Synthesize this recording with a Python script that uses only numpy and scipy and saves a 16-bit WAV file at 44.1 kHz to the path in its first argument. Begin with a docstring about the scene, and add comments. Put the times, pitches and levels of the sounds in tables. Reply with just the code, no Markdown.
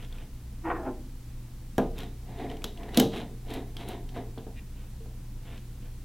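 """Fingers brush a nut driver over a low ventilation hum, close to the microphone in a small room.
The driver judders across the table in stick-slip jerks, knocks onto the shaft of a control handle
and is turned. Its steel socket rubs, ticks and drops over the nut with a double clack; the housing
and table top boom under it, and a fingertip creaks. The handling sits in the centre, answered by
the room, over a faint steady background hiss."""
import sys
import numpy as np
from scipy import signal
from scipy.fft import rfft, irfft, next_fast_len
from scipy.io import wavfile
from scipy.ndimage import map_coordinates

SR = 44100
rng = np.random.default_rng(int(sys.argv[2]) if len(sys.argv) > 2 else 0)


def dump(signal):
    """Clip the signal to [-1, 1] and save it as 16-bit WAV at the path in sys.argv[1]."""
    limited = np.clip(np.atleast_2d(signal).T, -1, 1)
    pcm = np.round(limited * 32767).astype(np.int16)
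    wavfile.write(sys.argv[1], SR, pcm)


N = 266408


def amp(db):
    """Decibels to gain."""
    return 10 ** (np.asarray(db) / 20)


def unit(x):
    """x at rms 1."""
    return x / np.sqrt(np.mean(x ** 2) + 1e-20)


def along(points, hz):
    """(Hz, value) points read on a log axis."""
    f, v = np.transpose(points)
    return np.interp(np.log(hz + 1), np.log(f + 1), v)


def wobble(rate):
    """A smooth random curve, rate knots a second."""
    return map_coordinates(rng.standard_normal(int(N * rate / SR) + 4), [np.arange(N) * rate / SR])


def filtered(x, response):
    """x times a response of frequency."""
    n = x.shape[-1]
    m = 2 * next_fast_len(n // 2 + SR // 8)
    return irfft(rfft(x, m) * response(np.fft.rfftfreq(m, 1 / SR)), m)[..., :n]


def causal(gain):
    """The minimum-phase response with this gain: nothing sounds before the blow."""
    cepstrum = irfft(np.log(np.maximum(gain, 1e-6)))
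    half = len(cepstrum) // 2
    cepstrum[1:half] *= 2
    cepstrum[half + 1:] = 0
    return np.exp(rfft(cepstrum))


def coloured(x, points):
    """x through a causal (Hz, dB) colour."""
    return filtered(x, lambda hz: causal(amp(along(points, hz))))


def resonances(modes, hz):
    """The response of a body with (Hz, width Hz, dB) modes of alternating sign."""
    return sum((-1) ** k * amp(db) * 1j * hz * width / (centre ** 2 - hz ** 2 + 1j * hz * width)
               for k, (centre, width, db) in enumerate(modes))


def ring(modes, t):
    """Damped (Hz, dB, t60 s) modes, struck at slightly new strengths each time."""
    hz, db, t60 = np.transpose(modes)[:, :, None]
    strength_db = db + 2 * rng.standard_normal(db.shape)
    sign = rng.choice([-1, 1], db.shape)
    return np.sum(sign * amp(strength_db - 60 * t / t60) * np.sin(2 * np.pi * hz * t), 0)


def slips(rate, spread_db):
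    """Tiny random impulses of uneven size, rate a second."""
    impulses = (rng.random(N) < rate / SR) * rng.choice([-1, 1], N)
    return impulses * amp(spread_db * rng.standard_normal(N))


def stroke(start, hold_s, rise_s, fall_s):
    """Gain of one hand movement: it swells, holds at 1 and fades; rise and fall are times for 20 dB."""
    t = np.arange(N) / SR - start
    return 10 ** -np.minimum(np.maximum(-t, 0) / rise_s + np.maximum(t - hold_s, 0) / fall_s, 10)


def strokes(rows, rise_s, fall_s):
    """Gain of a series of (start s, hold s, dB) movements."""
    return np.max([amp(db) * stroke(start, hold_s, rise_s, fall_s) for start, hold_s, db in rows], 0)


def add(track, s, sound):
    """Mix a sound into the track at time s."""
    part = track[round(s * SR):][:len(sound)]
    part += sound[:len(part)]


# Fingers and sleeve on the tool, close up. Each row: start and hold in seconds, relative level in dB.
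TOUCHES = [(0, 0.039, -54.5), (.13, 0.1, -58), (4.78, 0.056, -62.5), (5.47, .09, -55), (5.83, 0.033, -61)]
# The colour of rubbing skin. Each row: frequency in Hz, gain in dB.
SKIN_COLOUR = [(150, 7), (400, 5), (1200, -5.5), (2000, -5.5), (2700, -3.5), (3600, -5.5), (4600, -24.5),
               (9000, -27), (16000, -43)]

def brushing():
    """Fingers and cloth slide over the tool in faint dry grains."""
    touch = strokes(TOUCHES, rise_s=0.072, fall_s=0.055)
    grains = unit(coloured(slips(rate=790, spread_db=1.5), SKIN_COLOUR))
    return in_room(amp(2.5) * touch * grains, room_db=-3.0)


# Fan and mains behind the scene. Each row: frequency in Hz, rms level in dB, waver in dB.
HUM_TONES = [(28.7, -42.5, 0), (59.1, -51, 1), (119.7, -47.5, 2), (208, -64.5, 0.5)]
# The duct's rumble. Each row: frequency in Hz, gain in dB.
DUCT_COLOUR = [(10, -9.5), (28, 6), (42, -10.5), (62, 3.5), (80, -8.5), (130, -7), (200, -18), (300, -17),
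               (600, -51.5)]

def ventilation():
    """A fan and the mains hum over a duct rumble."""
    hum, t = np.zeros(N), np.arange(N) / SR
    for hz, db, waver_db in HUM_TONES:
        peak = np.sqrt(2) * amp(db + waver_db * wobble(4.0))
        drift = 0.027 * waver_db * wobble(3.2)
        hum += peak * np.sin(2 * np.pi * hz * t + drift)
    rumble = amp(-45) * unit(coloured(rng.standard_normal(N), DUCT_COLOUR))
    return hum + rumble


# The background hiss. Each row: frequency in Hz, gain in dB.
HISS_COLOUR = [(88, -37), (150, -7.5), (201, -0.5), (315, -12.5), (447, -15.5), (483, -11), (532, -18.5),
               (901, -19.5), (974, -19.5), (1210, -22.5), (15800, -28)]
# How alike it is left and right. Each row: frequency in Hz, likeness from 0 to 1.
HISS_LIKENESS = [(60, 1.0), (240, 1.0), (950, 0.9), (3770, 0.47), (15000, 0.026)]

def hiss():
    """A faint steady background hiss, less alike between left and right in the treble."""
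    def mid_side_gains(hz):
        angle = np.arccos(np.clip(along(HISS_LIKENESS, hz), -1, 1)) / 2
        return amp(along(HISS_COLOUR, hz)) * [np.cos(angle), np.sin(angle)]

    mid, side = filtered(rng.standard_normal((2, N)), mid_side_gains)
    return amp(-55) * unit(np.array([mid + side, mid - side]))


# The small room around the table. Each row: frequency in Hz, time to fade by 60 dB (t60) in seconds.
ROOM_DECAY = [(100, 0.79), (400, 0.49), (1200, 0.19), (4000, 0.34), (13000, 0.22)]
# Its answer at the microphone. Each row: frequency in Hz, gain in dB.
ROOM_COLOUR = [(100, 0), (400, 0.5), (1500, -2.5), (3800, -5.5), (7000, -7.5), (14000, -8.5)]

def room(x):
    """A fresh room answer to x: quick echoes off table and body, then the walls' tail."""
    hz, t, noise = signal.stft(rng.standard_normal(SR // 2), SR, nperseg=256)
    walls = amp(-60 * t / along(ROOM_DECAY, hz)[:, None])
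    early = amp(-9 - 60 * t / 0.056)
    tail = signal.istft(noise * (walls + early), SR, nperseg=256)[1]
    tail = np.pad(tail, (SR // 300, 0))  # the first echo comes about 3 ms late
    return signal.fftconvolve(x, coloured(tail / np.linalg.norm(tail), ROOM_COLOUR))[:len(x)]


def in_room(x, room_db):
    """x with the room's answer."""
    return x + amp(room_db) * room(x)


# Squeaky slips of socket and fingertips. Each row: start in seconds, peak in dB, pitch in Hz.
SQUEAKS = [(.026, -46, 2920), (.047, -44, 3240), (.125, -44, 3320), (.183, -47, 2770), (2.499, -41, 3230),
           (2.514, -43, 2850), (2.568, -45, 2710), (2.619, -44, 2550), (2.774, -44, 3240),
           (2.832, -44, 2710), (2.89, -42, 2310), (3.767, -35, 3150), (5.577, -46, 2850)]

def squeaks():
    """A brief slip squeals in a rough narrow band for a few milliseconds."""
    track, t = np.zeros(N), np.arange(SR // 20) / SR
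    peak_s = 0.0015
    envelope = t / peak_s * np.exp(1 - t / peak_s)
    for s, db, hz in SQUEAKS:
        roughness = np.cumsum(0.3 * rng.standard_normal(len(t)))
        add(track, s, amp(db) * envelope * np.sin(2 * np.pi * hz * t + roughness))
    return in_room(track, room_db=-5)


# The driver's handle jerks over the table, then its steel end follows.
# Each row: start and hold in seconds, relative force in dB.
HANDLE_JERKS = [(.655, .028, -29.5), (.701, 0.012, -24.5), (.745, 0.028, -36.5)]
STEEL_END_JERKS = [(.785, 0.057, -38.5), (.851, .035, -30.5)]
# How each of them resonates on the table. Each row: frequency and width in Hz, gain in dB.
HANDLE_MODES = [(310, 83, -7.5), (481, 33, -4), (720, 37, -4.5), (840, 30, -4), (1000, 100, -5),
                (1064, 31, -3), (1150, 55, -9), (1540, 140, -16), (1727, 12, -10.5), (1864, 25, -8),
                (2180, 370, -22.5)]
STEEL_END_MODES = [(253, 46, -2.5), (368, 68, -2.5), (641, 27, -1), (790, 11.5, 1.5), (878, 27, -2.5),
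                   (1040, 24, -10), (1340, 260, -18.5), (1830, 47, -31)]

def drag():
    """The handle, then the steel end, stick and slip over the table, each with its own modes."""
    sound = np.zeros(N)
    for jerks, modes in ((HANDLE_JERKS, HANDLE_MODES), (STEEL_END_JERKS, STEEL_END_MODES)):
        judder = unit(slips(rate=2000, spread_db=1.0)) * strokes(jerks, rise_s=0.016, fall_s=0.029)
        sound += filtered(judder, lambda hz: resonances(modes, hz) * causal(1 / (1 + (hz / 2900) ** 6)))
    return in_room(amp(19.5) * sound, room_db=-4.0)


def chatter():
    """As the handle starts to slide, the table hums at the rate of its slips, sagging as the push ends."""
    start_s, hold_s, slip_hz, sag_hz_per_s = 0.653, 0.052, 329, 2000
    slowing_s = np.maximum(np.arange(N) / SR - start_s - hold_s, 0)
    rate = np.maximum(slip_hz - sag_hz_per_s * slowing_s, 0)
    push = amp(-30) * stroke(start_s, hold_s, rise_s=0.022, fall_s=0.061)
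    return in_room(push * np.sin(2 * np.pi * np.cumsum(rate) / SR), room_db=-8.5)


# Steel contacts just in front of the microphone.
# Each row: start in seconds, then level, brightness and the socket's ring, all in relative dB.
CONTACTS = [(1.7802, -24.5, -9.5, -28), (1.981, -34.5, -18, -18), (1.9871, -32, -13, -20),
            (2.004, -32, -18, -20), (2.033, -37.5, -15, -22), (2.642, -18.5, -14.5, 0),
            (2.9452, -28, -18, -17), (2.9725, -7.5, -11.5, -11), (2.996, -16.5, -12, -16),
            (2.9987, -9.5, -9.5, -56), (3.001, -30, -15, -24), (3.505, -35.5, -12, -15),
            (3.538, -31.5, -5, -30), (3.768, -34, -22, -24), (3.8865, -31.5, 7, -24),
            (4.09, -38.5, -21, -37), (4.379, -37, -48, -22)]
# The colour of the crack. Each row: frequency in Hz, gain in dB.
CRACK_COLOUR = [(300, -7), (1200, -3.5), (2400, -8.5), (3000, 1.5), (3900, 1), (4700, -6.5), (6000, -3),
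                (8500, -9), (11000, -6.5), (12500, -1.5), (14000, -18), (16000, -10)]
# The steel socket, damped by the fingers. Each row: frequency in Hz, relative level in dB, t60 in seconds.
SOCKET_MODES = [(3450, 10, 0.054), (3950, 12, 0.021), (5700, 8, 0.022), (5230, -12, .016),
                (6930, 27.5, 0.0064), (13300, -4, .014)]

def clicks():
    """Steel meets steel: a gritty crack; the socket rings most when it is loose on the nut."""
    track, t = np.zeros(N), np.arange(SR // 2) / SR
    burst = (1 - np.exp(-t / 0.0016)) * amp(-60 * t / 0.012)
    impulse = 1.0 * (t == 0)
    for s, db, bright_db, ring_db in CONTACTS:
        grit = unit(rng.standard_normal(len(t)) * burst)
        # the walls hear the crack from every side, so their answer is even in colour
        walls = amp(-0.5) * room(unit(impulse))
        crack = unit(coloured(grit + walls, CRACK_COLOUR))
        socket = amp(ring_db - 4.5) * unit(in_room(ring(SOCKET_MODES, t), room_db=-14))
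        click = coloured(crack + socket, [(4500, 0), (9000, bright_db + 9.0)])
        add(track, s, amp(db - 31.0) * unit(click))
    return track


# The driver's steel shaft. Each row: frequency and width in Hz, gain in dB.
SHAFT_MODES = [(3570, 43, 4), (3870, 63, 2), (3900, 70, -6)]

def shaft(steel):
    """Shaken by the steel contacts, the shaft sings; it reaches the microphone by way of the room."""
    return amp(-0.5) * room(filtered(steel, lambda hz: resonances(SHAFT_MODES, hz)))


# Blows that reach the table through the housing. Each row: start in seconds, relative level in dB,
# hardness as a treble cutoff in Hz, ring of the control handle in relative dB.
BLOWS = [(1.782, -21, 1600, -28), (2.645, -41, 604, -6), (2.975, -16.5, 335, -19),
         (3.003, -23.5, 1090, -23), (4.164, -38.5, 1410, -25), (4.376, -40.5, 1410, -4),
         (4.467, -44, 900, -9), (5.005, -52, 450, 12), (5.059, -51, 980, -3)]
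# The colour of the thud. Each row: frequency in Hz, gain in dB.
THUD_COLOUR = [(40, -39.5), (110, -4.5), (200, -1), (450, 0), (750, -1), (1100, -10), (1500, -11),
               (1850, -16.5), (4000, -14.5), (9000, -97)]
# The housing on the table top, and the control handle's hollow note.
# Each row: frequency in Hz, relative level in dB, t60 in seconds.
HOUSING_MODES = [(161, -37, 0.055), (206.3, 0.5, 0.2), (254.8, 1.5, 0.22), (277, -8.5, 0.11),
                 (336.5, -10, 0.092), (384, -7, 0.24), (433.6, -3, 0.11), (457, -8, 0.67), (587, -42, 0.22),
                 (685.7, -4, 0.22), (724, -12, 0.22), (791, -11.5, 0.34), (1006, -11.5, 0.23),
                 (1228, -17, 0.29), (1628, -6, 0.1)]
CONTROL_MODES = [(450, 0, 0.33)]

def knocks():
    """Blows run down the shaft and boom in housing and table; soft ones stay low."""
    track, t = np.zeros(N), np.arange(SR // 2) / SR
    impulse = 1.0 * (t == 0)
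    for s, db, hard_hz, ring_db in BLOWS:
        thud = unit(coloured(in_room(impulse, room_db=3.5), THUD_COLOUR))
        housing = amp(-0.5) * unit(ring(HOUSING_MODES, t))
        control = amp(ring_db) * unit(ring(CONTROL_MODES, t))
        boom = filtered(thud + housing + control, lambda hz: causal((1 + (hz / hard_hz) ** 4) ** -0.5))
        add(track, s, amp(db - 11.0) * unit(boom))
    return track


# Twists of the socket on the nut, at close range.
# Each row: start and hold in seconds, then pressure and scrape in relative dB.
TWISTS = [(1.983, 0.044, -42.5, -48.5), (2.284, .08, -45, -62), (2.391, 0.052, -35.5, -53),
          (2.495, 0.033, -39, -54.5), (2.625, .06, -50, -65), (2.795, 0.11, -40.5, -62),
          (2.951, 0.028, -36, -42), (3.137, 0.063, -37, -42.5), (3.501, 0.068, -36.5, -46.5),
          (3.797, 0.032, -40.5, -48), (3.881, .05, -37.5, -47), (4.158, 0.023, -38.5, -51.5)]
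# The colours of the low grind and the high scrape. Each row: frequency in Hz, gain in dB.
GRIND_COLOUR = [(120, -9), (200, 4.5), (400, 3), (560, -6.5), (750, -0.5), (1000, -8), (1300, -24.5),
                (2000, -11), (4000, -48.5)]
SCRAPE_COLOUR = [(500, -8), (1200, 2), (2000, 2), (3200, 3.5), (3950, 3.5), (4600, -9), (7000, -14.5),
                 (12500, -15.5), (16000, -46)]

def turning():
    """Each twist rubs steel on steel: a gritty scrape above, a grind in the housing's low modes below."""
    lag_s = 0.01  # the housing takes the load just after the steel bites
    pressure = strokes([(s + lag_s, hold, db) for s, hold, db, _ in TWISTS], rise_s=0.065, fall_s=0.11)
    bite = strokes([(s, hold, db) for s, hold, _, db in TWISTS], rise_s=0.038, fall_s=0.061)
    modes = [(hz, np.log(1000) / np.pi / t60, db) for hz, db, t60 in HOUSING_MODES]  # t60 to width
    friction = slips(rate=1500, spread_db=5.5)
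    hollow = unit(filtered(friction, lambda hz: resonances(modes, hz) * hz / (1 + (hz / 850) ** 6)))
    grit = unit(coloured(slips(rate=1600, spread_db=3.5), GRIND_COLOUR))
    grind = pressure * unit(grit + amp(-4) * hollow)
    scrape = bite * unit(coloured(slips(rate=1300, spread_db=1.0), SCRAPE_COLOUR))
    return in_room(amp(-2.5) * grind + amp(-2.0) * scrape, room_db=-6.0)


# The resonances of a fingertip creaking on the tool. Each row: frequency and width in Hz, gain in dB.
CREAK_MODES = [(1900, 160, -1), (2450, 53, 5), (2750, 130, -2), (3770, 270, -9)]

def creak():
    """Skin slips faster and louder until the finger lets go."""
    start_s, hold_s, slip_hz, doubling_s = 4.57, 0.026, 158, 0.019
    elapsed = np.minimum(np.arange(N) / SR - start_s, hold_s)
    rate = slip_hz * 2 ** (elapsed / doubling_s)
    pulses = np.diff(np.floor(np.cumsum(rate) / SR), prepend=0)
    force = amp(-16) * stroke(start_s, hold_s, rise_s=0.028, fall_s=0.004)
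    return in_room(force * filtered(pulses, lambda hz: resonances(CREAK_MODES, hz)), room_db=-6.5)


def scene():
    """All the handling sits in front of the microphone, over the hum and the hiss."""
    steel = clicks() + turning()
    tool = steel + shaft(steel) + drag() + chatter() + knocks()
    return tool + squeaks() + creak() + brushing() + ventilation() + hiss()


def record(dry):
    """The camera keeps nothing above its band limit."""
    top_hz = 15950
    return filtered(dry, lambda hz: hz < top_hz)


dry = scene()
out = record(dry)
dump(out)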